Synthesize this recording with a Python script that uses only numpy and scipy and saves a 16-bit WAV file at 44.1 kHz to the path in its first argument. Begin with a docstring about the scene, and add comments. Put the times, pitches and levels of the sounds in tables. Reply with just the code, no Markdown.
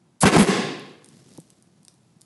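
"""A spit of air comes first, as a nailer fires close by in a bare room. Then come the blow, a recoil
knock and the hiss of the exhaust. The boards boom, the room rings, and slow pressure surges choke the
overloaded microphone. Afterwards the tool is shifted, with a faint sleeve rustle, small clicks, one
soft bump and a dull shuffle. A low hum of air lies under it all."""
import sys
import numpy as np
from scipy import signal
from scipy.fft import rfft, irfft, next_fast_len
from scipy.io import wavfile
from scipy.ndimage import map_coordinates

SR = 44100
rng = np.random.default_rng(int(sys.argv[2]) if len(sys.argv) > 2 else 0)


def generate_wav(sig):
    """Save sig (samples, or channels by samples) to the path in sys.argv[1] as 16-bit PCM at SR."""
    pcm = np.round(np.clip(np.atleast_2d(sig).T, -1, 1) * 32767).astype(np.int16)
    wavfile.write(sys.argv[1], SR, pcm)


N = 99225

# The tone of each noise, low to high (f/Hz, relative level/dB)
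HUM_TONE = [(15, -81), (25, -44.5), (107, -5.5), (152, -3), (212, -6), (288, -14.5), (344, -11.5),
            (422, -21.5), (862, -22), (1110, -25), (1400, -28.5), (1850, -31.5), (11000, -36.5),
            (14300, -80.5), (22000, -120)]
SHUFFLE_TONE = [(60, -20), (150, 10), (260, -11), (500, -28), (3000, -60)]
CLOTH_TONE = [(40, 1), (90, 10.5), (150, 20), (400, 5.5), (1000, -9.5), (2500, -10.5), (5000, -6.5),
              (10500, -12)]
CLICK_TONE = [(500, -42), (2300, -28), (4300, -5), (6500, -4), (9500, 0), (11500, -4)]
ROOM_TONE = [(29, -60.5), (50, -37.5), (144, 0), (373, 2.5), (655, -13.5), (840, -8.5), (919, -14.5),
             (1030, -8), (1350, -16), (1730, -15), (2780, -19), (3110, -19.5), (8390, -26.5), (11000, -32),
             (14300, -67), (22000, -120)]
ECHO_TONE = [(100, -12), (250, 1), (500, -3.5), (800, -3), (1300, -2.5), (2200, -5.5), (3800, -12.5),
             (7000, -19.5), (11000, -20.5)]
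AIR_TONE = [(200, -34.5), (2500, -24.5), (4200, -4.5), (6000, -8), (8200, 1.5), (9400, -0.5), (10600, 8),
            (11600, -8)]
CRACK_TONE = [(59, -36.5), (100, -12.5), (199, -1.5), (611, -21), (758, -5.5), (923, -5), (2190, -27),
              (3660, -27.5), (11000, -31.5), (14300, -57.5), (22000, -120)]

# The notes a struck thing rings with (f/Hz, relative level/dB, t60/s); t60 is the time to fade by 60 dB
BUMP_NOTES = [(157, -0.5, 0.07), (302, 8, 0.021), (493, -3.5, 0.028), (800, -2, 0.009)]
BOARD_NOTES = [(199.5, 1.5, 0.35), (267, -12.5, 0.54), (368.7, -11.5, .95), (492, -0.5, 1),
               (784, -4.5, 0.89), (790, -9, 0.8), (1093, -11, .8), (1174, -13, 1), (1509, -7.5, .6),
               (1728, -9.5, 0.98), (2280, -5, .75), (2410, -13, .7), (2696, -7.5, .75), (2615, -14, .75)]  # boards and tool together
THUD_NOTES = [(619.6, -3.5, 0.018), (166.7, -2, 0.17), (1240, -6.5, 0.006)]

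# How loud the sleeve rustles (t/s, level/dB)
RUSTLE_LEVELS = [(.72, -66), (.88, -55), (1.0, -60), (1.06, -56), (1.2, -51), (1.251, -53), (1.34, -50.5),
                 (1.43, -57), (1.7, -64.5), (2.25, -64.5)]
# Small clicks of the tool (t/s, level/dB)
TOOL_CLICKS = [(.796, -42), (1.0449, -42), (1.06, -45), (1.088, -41.5), (1.2916, -46), (1.327, -50),
               (1.3373, -45), (1.364, -57), (1.3762, -39), (1.4016, -39), (1.503, -39.5), (1.625, -48.5),
               (1.8316, -50), (1.8502, -42.5), (1.8823, -35.5), (1.8974, -57), (1.9412, -56),
               (2.2112, -47.5), (2.2165, -38)]
# How long the room holds its sound before fading (f/Hz, hold/s)
ROOM_HOLD_TIMES = [(150, 0.21), (1000, 0.27), (4500, 0.37), (10000, 0.24)]
# How long it then takes to fade (f/Hz, t60/s)
ROOM_FADE_TIMES = [(100, .9), (300, 0.82), (1000, 0.78), (3500, 0.71), (6000, 0.53), (10000, .52)]
# Bursts coming back from near walls (t/s, rise/s, t60/s, level/dB)
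WALL_ECHOES = [(0.2525, .008, .16, -6.5), (0.327, 0.033, 0.3, -10.5), (.392, 0.0138, 0.14, -19.5)]
# Low booms (t/s, half width/s, f/Hz, level/dB)
LOW_BOOMS = [(.268, 0.019, 205, -12.5), (.41, 0.025, 204.7, -6.5), (0.496, .014, 199.3, -16.5),
             (.598, 0.0058, 197.7, -18)]
# Pushes of air at the microphone (t/s, half width/s, pressure/full scale before overload)
PRESSURE_SURGES = [(0.2503, 0.0023, 1.3), (0.309, 0.024, -0.72), (0.3766, 0.0048, -0.95),
                   (0.42, 0.0049, -0.67), (0.457, 0.031, 0.71)]
# The first spit and the exhaust (t/s, length/s, rise/s, t60/s, level/dB)
AIR_JETS = [(0.205, .025, .009, 0.024, -18.5), (.38, 0.01, .01, 0.36, -23.5)]
# The blow and the recoil knock (t/s, thud level/dB, crack level/dB, room and boards level/dB)
NAILER_BLOWS = [(0.2322, -5, -8.5, -16), (0.364, -1.5, -8.5, -28)]

ROOM_RISE_S, TOP_HZ = 0.0058, 11450


def amp(db):
    """Turn decibels into a gain."""
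    return 10 ** (np.asarray(db) / 20)


def unit(x):
    """Scale to an average (rms) size of 1."""
    return x / np.sqrt(np.mean(x ** 2) + 1e-20)


def along(points, hz):
    """Read between a table's points on a log frequency axis."""
    freqs, values = np.transpose(points)
    return np.interp(np.log(hz + 1), np.log(freqs + 1), values)


def since(s):
    """Seconds since time s, zero before it."""
    return np.maximum(np.arange(N) / SR - s, 0)


def fade(t, t60):
    """Die away by 60 dB every t60 seconds."""
    return np.exp(-np.log(1000) * t / t60)


def rise(t, length):
    """A soft start."""
    return 1 - np.exp(-t / max(length, 1e-5))


def swell(s, width):
    """A bell-shaped swell around time s."""
    return np.exp(-((np.arange(N) / SR - s) / width) ** 2)


def filtered(x, gain_at):
    """Give each frequency in x its own gain."""
    size = next_fast_len(N + SR // 2)
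    return irfft(rfft(x, size) * gain_at(np.fft.rfftfreq(size, 1 / SR)), size)[:N]


def noise(tone):
    """Noise with the given tone, at rms 1."""
    return unit(filtered(rng.standard_normal(N), lambda hz: amp(along(tone, hz)) * (hz < TOP_HZ)))


def wobble(per_s):
    """A smooth curve through per_s random points a second."""
    return map_coordinates(rng.standard_normal(N // 8), [np.arange(N) * per_s / SR], mode="wrap")


def ring(notes, s, blur=0, attack_cycles=0):
    """Fading notes struck at time s; blur makes them waver, attack_cycles softens their start."""
    t = since(s)
    return sum(amp(db) * fade(t, t60) * rise(t, attack_cycles / hz) ** 2
               * np.sin(2 * np.pi * hz * t + blur * wobble(25)) for hz, db, t60 in notes)


def rippled(x, depth_db=2.5, spacing_hz=70.11):
    """The room's crowded resonances colour x with random peaks and dips."""
    heights = rng.standard_normal(N // 8)
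    return unit(filtered(
        x, lambda hz: amp(depth_db * map_coordinates(heights, [hz / spacing_hz], mode="wrap"))))


def room_bass(x, below_hz=85):
    """Bass builds up between the walls."""
    return filtered(x, lambda hz: 1 + below_hz ** 2 / (hz ** 2 + (below_hz / 2) ** 2))


def hum(db=-61.5):
    """The room's low, steady hum of air."""
    return amp(db) * room_bass(noise(HUM_TONE))


def shuffle(at_s=2.165, db=-53):
    """A dull, faint shift of weight on the floor."""
    return amp(db) * swell(at_s, width=0.018) * noise(SHUFFLE_TONE)


def rustle_gain():
    """The sleeve is still until the tool is moved."""
    return amp(np.interp(since(0), *np.transpose(RUSTLE_LEVELS), left=-120))


def rustle(grain_db=2.5):
    """The moving sleeve makes a soft, grainy noise."""
    return rustle_gain() * unit(noise(CLOTH_TONE) * amp(grain_db * wobble(300)))


def grit(ticks_per_s=46, db=-0.5):
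    """Tiny random ticks that get louder and softer with the rustle."""
    hits = (rng.random(N) < ticks_per_s / SR) * rng.random(N)
    bursts = signal.fftconvolve(hits, fade(since(0), t60=0.006))[:N]
    return rustle_gain() * amp(db) * bursts * noise(CLICK_TONE)


def clicks(snap_t60=0.0032, ring_t60=0.0095, echo_db=-8.5):
    """Each click is a snap of hard contact and a short ring, echoed by the room."""
    level = np.zeros(N)
    for s, db in TOOL_CLICKS:
        t = since(s)
        level += amp(db) * (t > 0) * (fade(t, snap_t60) + 0.5 * fade(t, ring_t60))
    direct = level * noise(CLICK_TONE)
    tail = rng.standard_normal(N) * fade(since(0), t60=0.31)
    echo = signal.fftconvolve(direct, tail / np.linalg.norm(tail))[:N]
    return direct + amp(echo_db) * echo


def bump(at_s=1.3818, db=-27):
    """One soft bump as the tool is moved."""
    return amp(db) * ring(BUMP_NOTES, at_s, attack_cycles=0.48)


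def room(s, delay_s=0.0071):
    """The room answers a blow: it builds, holds, then each band of pitch dies at its own speed."""
    wash = rippled(room_bass(noise(ROOM_TONE)))
    hz, t, bands = signal.stft(wash, SR, nperseg=512)
    hold = along(ROOM_HOLD_TIMES, hz)[:, None]
    decay = fade(t - s - hold, along(ROOM_FADE_TIMES, hz)[:, None])
    bands = bands * decay / np.sqrt(1 + decay ** 2)  # stays level during the hold
    return signal.istft(bands, SR, nperseg=512)[1][:N] * rise(since(s + delay_s), ROOM_RISE_S)


def walls(rattle_db=2.5, rattle_per_s=450):
    """Near walls throw the shot back as dense, rattling echoes."""
    level = sum(amp(db) * rise(since(s), attack) * fade(since(s), t60)
                for s, attack, t60, db in WALL_ECHOES)
    return level * unit(rippled(noise(ECHO_TONE)) * amp(rattle_db * wobble(rattle_per_s)))


def booms(sag_hz_per_s=900, overtone_db=-13):
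    """A low resonance swells up after the blows, sagging in pitch."""
    out = np.zeros(N)
    for s, width, hz, db in LOW_BOOMS:
        pitch = hz - sag_hz_per_s * (since(0) - s)
        phase = 2 * np.pi * np.cumsum(pitch) / SR
        overtone = amp(overtone_db) * np.sin(2 * phase + wobble(40))
        out += amp(db) * swell(s, width) * (np.sin(phase) + overtone)
    first_blow_s = NAILER_BLOWS[0][0]
    return out * rise(since(first_blow_s), ROOM_RISE_S)


def surges():
    """Slow waves of air pressure push and pull at the microphone."""
    return sum(pressure * swell(s, width) for s, width, pressure in PRESSURE_SURGES)


def air_jets():
    """Bright jets of air hiss before the blow and at the exhaust."""
    return sum(amp(db) * noise(AIR_TONE) * rise(since(s), attack) * fade(since(s + length), t60)
               for s, length, attack, t60, db in AIR_JETS)


def piston(at_s=0.231, db=-26):
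    """A duller rush as the piston speeds towards the nail."""
    return amp(db) * swell(at_s, width=0.012) * noise(ECHO_TONE)


def nailer(boards_vs_room_db=-4.5):
    """Each blow thuds and cracks, rings the boards and fills the room."""
    out = np.zeros(N)
    for s, thud_db, crack_db, room_db in NAILER_BLOWS:
        t = since(s)
        crack = noise(CRACK_TONE) * (t > 0) * fade(t, t60=0.098)
        boards = amp(boards_vs_room_db) * ring(BOARD_NOTES, s, blur=0.57) * rise(t, ROOM_RISE_S)
        thud = -ring(THUD_NOTES, s, attack_cycles=0.11)
        out += amp(thud_db) * thud + amp(crack_db) * crack + amp(room_db) * (boards + room(s))
    return out


def scene():
    """All that reaches the microphone: the shot, the handling and the hum."""
    shot = air_jets() + piston() + nailer() + walls() + booms() + surges()
    handling = clicks() + rustle() + bump() + grit() + shuffle()
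    return (shot + handling + hum())[None]


def record(dry, overload=0.61, hardness=4, low_cut_hz=132):
    """The overloaded microphone squashes the peaks; the camera cuts the deep bass and the top."""
    squashed = dry[0] / (1 + np.abs(dry[0] / overload) ** hardness) ** (1 / hardness)
    thinned = signal.sosfilt(signal.butter(2, low_cut_hz, "high", fs=SR, output="sos"), squashed)
    return filtered(thinned, lambda hz: 1 / np.sqrt(1 + (hz / TOP_HZ) ** 76))[None]


dry = scene()
out = record(dry)
generate_wav(out)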